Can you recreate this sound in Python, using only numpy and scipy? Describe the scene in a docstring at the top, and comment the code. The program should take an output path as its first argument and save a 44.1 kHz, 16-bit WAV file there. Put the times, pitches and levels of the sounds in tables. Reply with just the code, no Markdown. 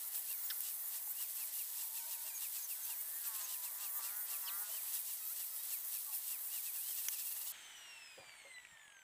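"""An angle grinder sands a wrapped knife sheath on a plank in quick surges: the gears whine up and sag, the pad
hisses and rasps, the rotor buzzes under load and cooling air drones in the casing. The grinder lets out short,
high squeals, grit snaps, and the sheath bumps and groans on the wood. Midway a small engine revs in the
distance. Then the switch opens and the grinder coasts down, ticking and clacking, while hands rustle and the
sheath is turned over with soft thuds."""
import sys
import numpy as np
from scipy import signal
from scipy.fft import rfft, irfft, next_fast_len
from scipy.io import wavfile
from scipy.ndimage import uniform_filter1d, map_coordinates

SR = 44100
rng = np.random.default_rng(int(sys.argv[2]) if len(sys.argv) > 2 else 0)


def bounce(signal):
    """Save signal as a 16-bit WAV file at the path given by the first command-line argument."""
    frames = np.transpose(np.atleast_2d(signal))
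    limited = np.clip(frames, -1, 1)
    pcm = np.round(limited * 32767).astype(np.int16)
    wavfile.write(sys.argv[1], SR, pcm)


N = 398208
T = np.arange(N) / SR

# motor surges: (top [s], gear whine [Hz], hiss [dB], climb time [s])
SURGES = [(0.154, 2754, -39.5, 0.028), (0.31, 2754, -40, 0.035), (0.683, 2926, -42, 0.058),
          (0.96, 2842, -42, 0.042), (1.218, 2904, -41, 0.068), (1.405, 2713, -40, 0.039),
          (1.587, 2906, -40, 0.059), (1.81, 2820, -41.5, 0.046), (1.974, 2747, -41.5, 0.031),
          (2.127, 2860, -42, 0.041), (2.278, 2760, -42.5, 0.033), (2.434, 2815, -41.5, 0.039),
          (2.564, 2615, -41.5, 0.026), (2.704, 2816, -40.5, 0.019), (2.906, 2840, -42.5, 0.048),
          (3.258, 2660, -43.5, 0.019), (3.351, 2750, -43, 0.018), (3.414, 2943, -43.5, 0.038),
          (3.527, 3060, -42, 0.065), (3.65, 2808, -41.5, 0.023), (3.842, 2830, -42, 0.049),
          (4.06, 2770, -42, 0.045), (4.328, 2830, -41, 0.052), (4.755, 3083, -42, 0.087),
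          (4.966, 2880, -40, 0.078), (5.101, 2920, -42.5, 0.044), (5.409, 2958, -41.5, 0.056),
          (5.721, 2750, -41, 0.028), (5.947, 2794, -39, 0.036), (6.138, 2753, -38, 0.027),
          (6.323, 2800, -39.5, 0.037), (6.555, 2920, -40.5, 0.058), (6.665, 2670, -41, 0.021),
          (6.76, 2720, -40.5, 0.026), (6.909, 3200, -40.5, 0.085), (6.985, 2820, -41, 0.028),
          (7.055, 2675, -42, 0.019), (7.136, 2810, -42, .025), (7.205, 2750, -41, 0.026),
          (7.27, 2780, -40.5, 0.019), (7.319, 2800, -41.5, 0.02), (7.371, 2885, -43, 0.02),
          (7.418, 2900, -44.5, 0.016), (7.473, 2896, -43, .018)]
# spells of steady load: (start [s], end [s], added buzz share [0-1], rotor [Hz], treble [dB], growl [dB])
SPELLS = [(0, 0.089, 0.12, 647, -43.5, -64), (0.349, 0.599, 0.3, 687, -43, -62),
          (0.736, 0.895, 0.3, 674, -43.5, -71), (1.001, 1.119, 0.54, 663, -43, -77),
          (1.998, 2.063, 0.14, 763, -46.5, -55.5), (2.168, 2.243, 0, 740, -46, -61.5),
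          (2.3, 2.384, 0, 814, -46, -58), (2.585, 2.67, 0, 852, -45, -57),
          (2.94, 3.02, 0.36, 720, -45, -62), (3.701, 3.786, 0.29, 662, -45, -70),
          (3.891, 3.997, 0.5, 647, -42.5, -80), (4.112, 4.257, 0.48, 647, -43.5, -73),
          (4.411, 4.639, 0.29, 652, -42.5, -59.5), (5.172, 5.33, 0.19, 628, -43.5, -58),
          (5.468, 5.673, 0, 640, -44.5, -60), (5.768, 5.895, 0.26, 630, -44, -66),
          (6.369, 6.481, 0.18, 659, -44, -75)]
# colour of the pad's rasp: (frequency [Hz], level [dB])
RASP_EQ = [(700, -25), (1200, -13), (2000, -11), (2800, -1.5), (4000, 2.5), (6000, 3), (7300, 4.5),
           (8200, 10), (10000, -19.5)]
# colour of the pad's hiss: (frequency [Hz], level [dB])
HISS_EQ = [(3820, -54), (6500, -23), (7300, -15), (8140, -1), (9350, -2), (11000, 3), (14900, 3),
           (15500, -0.5)]
# the housing's response to the rotor: (frequency [Hz], level [dB])
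BUZZ_EQ = [(500, -15), (900, -33), (1800, -23), (5000, -20.5), (6500, -9.5), (8200, -5.5), (9500, -5.5),
           (11500, -0.5), (15000, 5.5)]
# the pad skids over the wrapping: (time [s], half-width [s], hiss boost [dB])
SKIDS = [(0.745, 0.013, 3), (3.155, 0.02, 3), (3.28, 0.016, 5)]
# the pad loses its grip: (time [s], hiss change [dB])
LIFTS = [(1.14, -4), (1.51, -7), (2.665, -5), (3.465, -5), (3.795, -7), (4.275, -3), (4.662, -4),
         (5.35, -3), (6.72, -3)]
# growl of the loaded gears: (multiple of rotor speed, level [dB])
GROWL_PARTIALS = [(2, -8.5), (3, -4), (4, -10.5), (5, -7.5), (6, -2), (7, -5.5), (8, -2), (9, -0.5),
                  (12, 2.5)]
# resonances of the casing: (frequency [Hz], level [dB])
DRONE_EQ = [(25, -29), (200, -21), (450, -12), (550, -10.5), (630, -2), (740, -4.5), (920, 1), (1450, -4.5),
            (1900, 1), (2600, -10), (6000, -40)]
# fader of the casing's drone: (time [s], level [dB])
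DRONE_FADER = [(0, -66.5), (0.5, -65.5), (2.1, -68), (4.6, -63.5), (5.1, -67), (7.5, -67), (9.03, -72.5)]
# short, high gliding squeals and chirps from the grinder: (time [s], length [s], start [Hz], end [Hz], level
# [dB], roughness [share of pitch])
SQUEAKS = [(.497, 0.028, 1824, 1240, -49, 0.082), (.498, 0.02, 5170, 4820, -44.5, 0.057),
           (0.499, 0.014, 3910, 3470, -43, 0.14), (2.34, 0.052, 6720, 6300, -48, 0.024),
           (2.618, 0.054, 6560, 5800, -50.5, 0.031), (2.818, 0.042, 6450, 6210, -53, 0.016),
           (3.433, 0.032, 6690, 6060, -47.5, 0.021), (4.448, 0.031, 4980, 5700, -53, 0.028),
           (4.466, 0.037, 3226, 2270, -48.5, 0.049), (4.47, 0.04, 4600, 2770, -51, 0.03)]
# grit catching: (time [s], level [dB], relative body level [dB])
SNAPS = [(0.606, -30, -18), (2.852, -38, -20), (3.011, -37, -22), (7.0851, -28.5, -1)]
# body and crack of a snap: (frequency [Hz], level [dB])
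SNAP_BODY_EQ = [(300, -28), (1300, -3), (2500, 9.5), (3400, 10), (4300, -11), (6000, 18), (8000, 2.5),
                (15000, -11)]
SNAP_CRACK_EQ = [(6000, -46.5), (11000, 12.5), (15000, 9)]
# sheath against plank: (time [s], level [dB], pitch [Hz], 60 dB decay [s])
BUMPS = [(1.074, -47, 840, 0.037), (3.991, -45.5, 954, 0.093), (4.615, -49, 840, .08),
         (4.686, -53, 660, 0.12), (8.176, -50, 545, 0.15), (8.218, -59, 744, 0.21),
         (8.448, -56.5, 554, 0.16)]
# colour of a bump: (multiple of its pitch, level [dB])
WOOD_EQ = [(0.1, -40), (0.5, -9), (1, 0), (2.25, -8), (5, -45)]
# groans of sheath and plank: (time [s], length [s], start [Hz], end [Hz], level [dB])
GROANS = [(1.649, 0.86, 914, 962, -66.5), (2.041, 0.095, 640, 630, -69), (2.229, 0.053, 644, 647, -67),
          (2.853, 0.11, 940, 920, -64.5), (6.051, 0.0935, 1170, 1016, -64), (6.062, 0.11, 854, 791, -67)]
# distant revs: (time [s], firing rate [Hz], level [dB])
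ENGINE_REVS = [(2.75, 185.7, -70), (3.0, 207.7, -72.5), (3.23, 234.6, -64.5), (3.28, 229.6, -59.5),
               (3.4, 207, -59), (3.55, 202.6, -69), (3.7, 190.7, -68), (3.83, 203, -58.5), (3.9, 187, -66),
               (3.97, 202, -59.5), (4.03, 189.2, -62), (4.2, 213.8, -55.8), (4.26, 197.4, -67),
               (4.34, 194, -61.5), (4.415, 191.8, -69), (4.44, 188.4, -56.5), (4.55, 197.2, -56.5),
               (4.63, 206.8, -58), (4.69, 206.2, -67)]
# the engine band that carries best: (time [s], centre [Hz])
ENGINE_BAND = [(2.75, 1500), (3.24, 1770), (3.28, 1087), (3.6, 1030), (4.03, 1172), (4.2, 1450),
               (4.43, 1077), (4.62, 1365)]
# colour of the exhaust: (frequency [Hz], level [dB])
EXHAUST_EQ = [(500, -7.5), (950, 0.5), (1500, 1), (1850, 3.5), (2100, -6), (2800, -23)]
# the run-down: (time [s], gear whine [Hz], whine [dB], octave [dB], fan [dB])
COAST = [(7.53, 3292, -69, -68, -56.5), (7.542, 3255, -67, -68, -55.5), (7.968, 2700, -58.5, -66, -59.5),
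         (8.096, 2542, -67, -66.5, -61.5), (8.442, 2155, -66, -74.5, -64), (8.576, 1978, -56, -69, -68),
         (8.626, 1954, -67.5, -76, -65), (9.03, 1520, -65.5, -82, -74)]
# overtones of the coasting gears: (multiple of the whine, level [dB])
COAST_OVERTONES = [(3, 1), (4, 2.5), (5, -2), (6, -3.5), (7, -8), (8, -8), (9, -7)]
# the gearbox's colour on them: (frequency [Hz], level [dB])
GEARBOX_EQ = [(4500, -19), (6500, -1), (7800, 5), (9500, -2.5), (12000, -4.5), (15500, -5)]
# ring of the gear teeth: (frequency [Hz], level [dB])
TEETH_EQ = [(1200, -16), (2000, 2), (3000, 1.5), (4500, -31), (8200, -8), (12000, -35)]
# colour of the fan: (frequency [Hz], level [dB])
FAN_EQ = [(530, -19.5), (900, -9), (1160, -35), (1300, -6.5), (2000, -3), (2540, -6), (3200, -2),
          (3850, -7), (4880, -15.5), (6980, -11.5), (7680, -3.5), (10200, -19.5), (15500, -20.5)]
# soft handling thuds: (time [s], level [dB])
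THUDS = [(8.191, -63), (8.269, -66), (8.717, -62)]
# colours of rustle and thud: (frequency [Hz], level [dB])
RUSTLE_EQ = [(25, -14), (70, -2), (140, -5), (300, -7), (900, -34)]
THUD_EQ = [(25, -26), (80, -6), (140, 5), (500, -55)]
# slack gear teeth striking hard: (time [s], level [dB])
CLACKS = [(8.294, -55), (8.353, -53), (8.418, -54), (8.483, -54.5), (8.516, -54), (8.583, -50.5),
          (8.65, -53), (8.879, -53.5), (8.903, -57), (8.924, -56), (8.968, -57.5)]

OFF_S = 7.521  # the switch opens
TOP_HZ = 15550
GEAR_PER_ROTOR, CROWN_TEETH = 3, 37  # whine cycles per turn of the rotor and of the pad
LOADED_HZ, RACING_HZ = 1965, 2960  # gear whine under full load and at full speed


def amp(db):
    """Decibels to gain."""
    return 10 ** (np.asarray(db) / 20)


def unit(x):
    """Scaled to rms 1."""
    return x / np.sqrt(np.mean(x ** 2) + 1e-20)


def curves(rows):
    """One value per sample for each column after the time."""
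    times, *columns = np.transpose(rows)
    return [np.interp(T, times, column) for column in columns]


def wobble(rate):
    """A smooth random curve, rate knots a second."""
    return map_coordinates(rng.standard_normal(int(N * rate / SR) + 4), [T * rate])


def filtered(x, response):
    """x through a frequency response."""
    size = next_fast_len(len(x) + 8192)
    return irfft(rfft(x, size) * response(np.fft.rfftfreq(size, 1 / SR)), size)[:len(x)]


def coloured(x, eq):
    """x through an EQ curve, at rms 1."""
    points_hz, db = np.transpose(eq)
    return unit(filtered(x, lambda hz: amp(np.interp(np.log(hz + 1), np.log(points_hz), db))))


def noise(eq, samples=N):
    """Noise shaped by an EQ curve."""
    return coloured(rng.standard_normal(samples), eq)


def phase_of(hz):
    """Running angle of a moving frequency."""
    return 2 * np.pi * np.cumsum(hz) / SR


def partial(hz):
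    """A sine of rms 1 with a random start, muted above TOP_HZ."""
    return np.sqrt(2) * np.sin(phase_of(hz) + 2 * np.pi * rng.random()) * (hz < TOP_HZ)


def add(track, s, sound):
    """Mix a sound in at time s."""
    part = track[max(round(s * SR), 0):][:len(sound)]
    part += sound[:len(part)]


def swells(lead, rise, fall, heights=None):
    """A swell near each top: rise in climb times; lead and fall in seconds, shortened as surges crowd."""
    full_gap_s = 0.097
    paces = np.minimum(np.gradient([s for s, *_ in SURGES]) / full_gap_s, 1)
    out = np.zeros(N)
    for (s, _, _, climb_s), pace, height in zip(SURGES, paces, heights or np.ones(len(SURGES))):
        near = slice(*np.searchsorted(T, [s - .5, s + .5]))
        t = T[near] - s + lead * pace
        out[near] += height * np.exp(-(t / np.where(t < 0, rise * climb_s, fall * pace)) ** 2)
    return out


def during_spells(values):
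    """Each spell's value while it lasts, with soft edges."""
    steps = sum(value * ((T > start) & (T < end)) for (start, end, *_), value in zip(SPELLS, values))
    return uniform_filter1d(steps, size=700)


def motor_speed(sag_s=.04, run_up_hz_per_s=11000, edge_hz=2230, settle_s=.022):
    """Gear whine in Hz: the motor climbs to each top, is dragged down, and stays low while it labours."""
    lift_hz = np.zeros(N)
    for s, top_hz, _, climb_s in SURGES:
        away = ((T - s) / np.where(T < s, 1.6 * climb_s, sag_s)) ** 2
        lift_hz = np.maximum(lift_hz, (top_hz - LOADED_HZ) / (1 + away + away ** 2))
    # lifted clear just before the switch opens, it runs up freely
    free_hz = COAST[0][1] - run_up_hz_per_s * np.maximum(OFF_S - T, 0)
    hz = np.maximum(LOADED_HZ + lift_hz, free_hz)
    for start, end, _, rotor_hz, _, _ in SPELLS:
        inside = (T > start) & (T < end)
        edges = np.exp((start - T[inside]) / settle_s) + np.exp((T[inside] - end) / settle_s)
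        held_hz = GEAR_PER_ROTOR * rotor_hz
        hz[inside] = held_hz + (np.maximum(hz[inside], edge_hz) - held_hz) * np.minimum(edges, 1)
    return uniform_filter1d(hz, size=500)


def pad_rasp(bite, racing, sung):
    """Grit scrapes harder with each push and with speed, and ducks when the buzz sings out."""
    push = swells(lead=-0.0018, rise=0.96, fall=0.015)
    pressure_db = 4.5 * push + 2.5 * racing - 5.5 * sung
    return amp(-56 + pressure_db + 1.45 * wobble(12)) * unit(bite * noise(RASP_EQ))


def pad_hiss(bite, grains_per_s=60, largest_jump=1.9, decay_s=0.00054):
    """Sanding hiss that spikes whenever a single grain catches."""
    catches = (rng.random(N) < grains_per_s / SR) * largest_jump * rng.random(N) ** 2
    grit = 1 + signal.lfilter([1], [1, -np.exp(-1 / (decay_s * SR))], catches)
    return unit(bite * coloured(grit * rng.standard_normal(N), HISS_EQ))


def rotor_buzz(rotor_hz):
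    """The rotor's ragged harmonics, coloured by the housing."""
    harmonics = sum(amp(3.2 * wobble(35) - 2 * (k % 2)) * partial(k * rotor_hz) for k in range(1, 27))
    return coloured(harmonics, BUZZ_EQ)


def treble_fader(rest_db=-44.5, growth_db=3.5, lift_s=0.011):
    """Hiss and buzz in dB: they swell with a surge, grow through a spell, jump at a skid, dip at a lift."""
    tops_db = [db - rest_db for _, _, db, _ in SURGES]
    level_db = rest_db + swells(lead=-0.0068, rise=0.99, fall=0.039, heights=tops_db)
    level_db += during_spells([db - rest_db + growth_db * ((T - start) / (end - start) - .5)
                               for start, end, _, _, db, _ in SPELLS])
    level_db += sum(db * np.exp(-((T - s) / lift_s) ** 2) for s, db in LIFTS)
    return level_db + sum(db * np.exp(-((T - s) / width) ** 2) for s, width, db in SKIDS)


def gear_whine(gear_hz, racing, trail=0.21):
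    """The meshing teeth whine, loudest in the arch over each top, diving as the pad bites."""
    arches = trail * np.sqrt(racing) + (1 - trail) * swells(lead=-.016, rise=1.0, fall=.028)
    return amp(-61.5 + 2.2 * wobble(110)) * arches * partial(gear_hz * (1 + .012 * wobble(1100)))


def gear_growl(rotor_hz):
    """The teeth chatter as the load catches the shaft, and growl on through a spell."""
    rough_hz = rotor_hz * (1 + .011 * wobble(1100))
    growl = sum(amp(db + 3.3 * wobble(60)) * partial(k * rough_hz) for k, db in GROWL_PARTIALS)
    chatter = amp(-57) * swells(lead=-0.011, rise=0.36, fall=0.022)
    strain = during_spells([amp(db) for *_, db in SPELLS])
    return (chatter + strain) * unit(growl)


def grinding():
    """Pad, rotor and gears all ride one motor speed until the switch opens."""
    gear_hz = motor_speed() * (1 + .004 * wobble(120) + .008 * wobble(35))
    racing = np.clip((gear_hz - LOADED_HZ) / (RACING_HZ - LOADED_HZ), 0, 1)
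    unsteady_db = .85 * wobble(42)
    # the pad bites unevenly as it turns, and its grit scratches at random
    bite = amp(0.12 * np.sin(phase_of(gear_hz / CROWN_TEETH * 2)) + 1.37 * wobble(900))
    sung = during_spells([share for _, _, share, *_ in SPELLS])
    rasp = amp(.5 * unsteady_db) * pad_rasp(bite, racing, sung)
    rotor_hz = gear_hz / GEAR_PER_ROTOR * (1 + .0022 * wobble(800))
    buzz_share = np.clip(.17 + sung, 0, .62)
    treble = np.sqrt(buzz_share) * rotor_buzz(rotor_hz) + np.sqrt(1 - buzz_share) * pad_hiss(bite)
    treble *= amp(treble_fader() + unsteady_db)
    powered = np.clip((OFF_S - T) / 0.0023, 0, 1)
    return powered * (treble + rasp + gear_whine(gear_hz, racing) + gear_growl(rotor_hz))


def casing_drone(surge_db=4):
    """Cooling air drones through the resonances of the casing, a little louder at each surge."""
    level_db, = curves(DRONE_FADER)
    level_db += surge_db * swells(lead=0.0047, rise=0.25, fall=0.014)
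    return amp(level_db + wobble(9.9)) * noise(DRONE_EQ)


def gliding_tone(length, start_hz, end_hz, rough, octave_db):
    """A rough tone that swells and fades as it bends towards its end pitch."""
    progress = np.linspace(0, 1, int(length * SR))
    jitter = (wobble(1300) + 0.252 * wobble(21.93))[:len(progress)]
    hz = (start_hz + (end_hz - start_hz) * progress ** 2) * (1 + rough * jitter)
    tone = partial(hz) + amp(octave_db) * partial(2 * hz) * (start_hz < 3000)
    return np.sin(np.pi * progress ** 0.97) * tone


def grinder_squeals():
    """The grinder lets out short, high gliding squeals and chirps."""
    out = np.zeros(N)
    for s, length, start_hz, end_hz, db, rough in SQUEAKS:
        add(out, s, amp(db) * gliding_tone(length, start_hz, end_hz, rough, octave_db=-9))
    return out


def grit_snaps(t60_s=0.019, low_cut_hz=800):
    """Grit catches with a sharp crack, too small to radiate bass."""
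    out, t = np.zeros(N), np.arange(SR // 4) / SR
    for s, db, body_db in SNAPS:
        crack = amp(1.5) * noise(SNAP_CRACK_EQ, len(t))
        body = amp(body_db) * noise(SNAP_BODY_EQ, len(t))
        add(out, s, amp(db - 60 * t / t60_s) * (crack + body))
    return filtered(out, lambda hz: hz ** 3 / (hz ** 3 + low_cut_hz ** 3))


def blow(t, db, t60_s, attack_s):
    """Impact envelope: a rounded attack and an exponential tail."""
    return amp(db - 60 * t / t60_s) * (1 - np.exp(-t / attack_s))


def sheath_bumps(ring_db=-3.5):
    """The sheath knocks dully on the plank and leaves a tone in the wood."""
    out, t = np.zeros(N), np.arange(SR // 4) / SR
    for s, db, hz, t60_s in BUMPS:
        wood = noise([(hz * ratio, level) for ratio, level in WOOD_EQ], len(t))
        add(out, s - .004, blow(t, db, t60_s, attack_s=0.012) * wood)
        add(out, s, blow(t, db + ring_db, t60_s, attack_s=0.0017) * np.sin(2 * np.pi * hz * t))
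    return out


def plank_groans():
    """The slipping pad sets sheath and plank groaning, lower and longer than the squeaks."""
    out = np.zeros(N)
    for s, length, start_hz, end_hz, db in GROANS:
        add(out, s, amp(db) * gliding_tone(length, start_hz, end_hz, rough=0.075, octave_db=-29))
    return out


def far_engine(roar_db=-24):
    """A small engine revs; ground reflection lifts a band that shifts as it moves."""
    firing_hz, level_db = curves(ENGINE_REVS)
    centre_hz, = curves(ENGINE_BAND)
    cycle_hz = firing_hz / 2 * (1 + .004 * wobble(30) + .003 * wobble(400))
    pulses = np.zeros(N)
    for k in range(7, 24):  # odd k: weak half-orders between the firing lines
        lift_db = 10 * np.exp(-((k * cycle_hz - centre_hz) / 190) ** 2)
        pulses += amp(lift_db - 13 * (k % 2) + 2.5 * wobble(18)) * partial(k * cycle_hz)
    heard = (T > ENGINE_REVS[0][0]) & (T < ENGINE_REVS[-1][0])
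    return heard * amp(level_db) * (coloured(pulses, EXHAUST_EQ) + amp(roar_db) * noise(EXHAUST_EQ))


def coasting(rattle_db=-60, slack_s=0.43):
    """Unpowered, the gears sing a falling tone over the fan and rattle once per turn of the pad."""
    gear_hz, whine_db, octave_db, fan_db = curves(COAST)
    gear_hz *= 1 + 0.00192 * wobble(200)
    whine = sum(amp(db + 3.2 * wobble(45) + wobble(14)) * partial(k * gear_hz)
                for k, db in [(1, whine_db), (2, octave_db)])
    overtones = sum(amp(db + 3.4 * wobble(18)) * partial(k * gear_hz) for k, db in COAST_OVERTONES)
    whine += amp(-73) * coloured(overtones, GEARBOX_EQ)
    turn = phase_of(gear_hz / CROWN_TEETH)
    slack = np.clip((T - OFF_S) / slack_s, 0, 1)  # the backlash opens up
    ticks = amp(2.3 * wobble(45)) * np.exp(4 * (np.cos(turn + .9 * wobble(50)) - 1))
    rattle = amp(rattle_db) * slack * ticks * noise(TEETH_EQ)
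    unpowered = np.clip((T - OFF_S) / .004 + 1, 0, 1)
    return unpowered * (whine + rattle + amp(fan_db) * noise(FAN_EQ))


def handling_rustle():
    """Hands and clothes rustle as the grinder is put aside and the sheath is turned."""
    fade_in = np.clip((T - OFF_S) / 0.94, 0, 1) ** 2
    return fade_in * amp(-88 + 3 * wobble(5.2)) * noise(RUSTLE_EQ)


def handling_thuds():
    """Handling makes soft, bassy thuds."""
    out, t = np.zeros(N), np.arange(SR // 4) / SR
    for s, db in THUDS:
        add(out, s, blow(t, db, t60_s=0.086, attack_s=0.0055) * noise(THUD_EQ, len(t)))
    return out


def gear_clacks(rise_s=0.00094):
    """Now and then the coasting gears cross their backlash with a clack."""
    age = np.arange(SR // 20) / SR / rise_s
    strikes = np.zeros(N)
    for s, db in CLACKS:
        add(strikes, s, amp(db) * age * np.exp(1 - age))
    return strikes * noise(TEETH_EQ)


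def scene():
    """A dry open-air mix, every layer in the centre."""
    mono = grinding() + casing_drone() + grinder_squeals() + grit_snaps() + sheath_bumps() + plank_groans()
    mono += far_engine() + coasting() + handling_rustle() + handling_thuds() + gear_clacks()
    return np.array([mono, mono])


def record(dry):
    """A brick-wall high cut on the mix."""
    return np.array([filtered(channel, lambda hz: hz < TOP_HZ) for channel in dry])


dry = scene()
out = record(dry)
bounce(out)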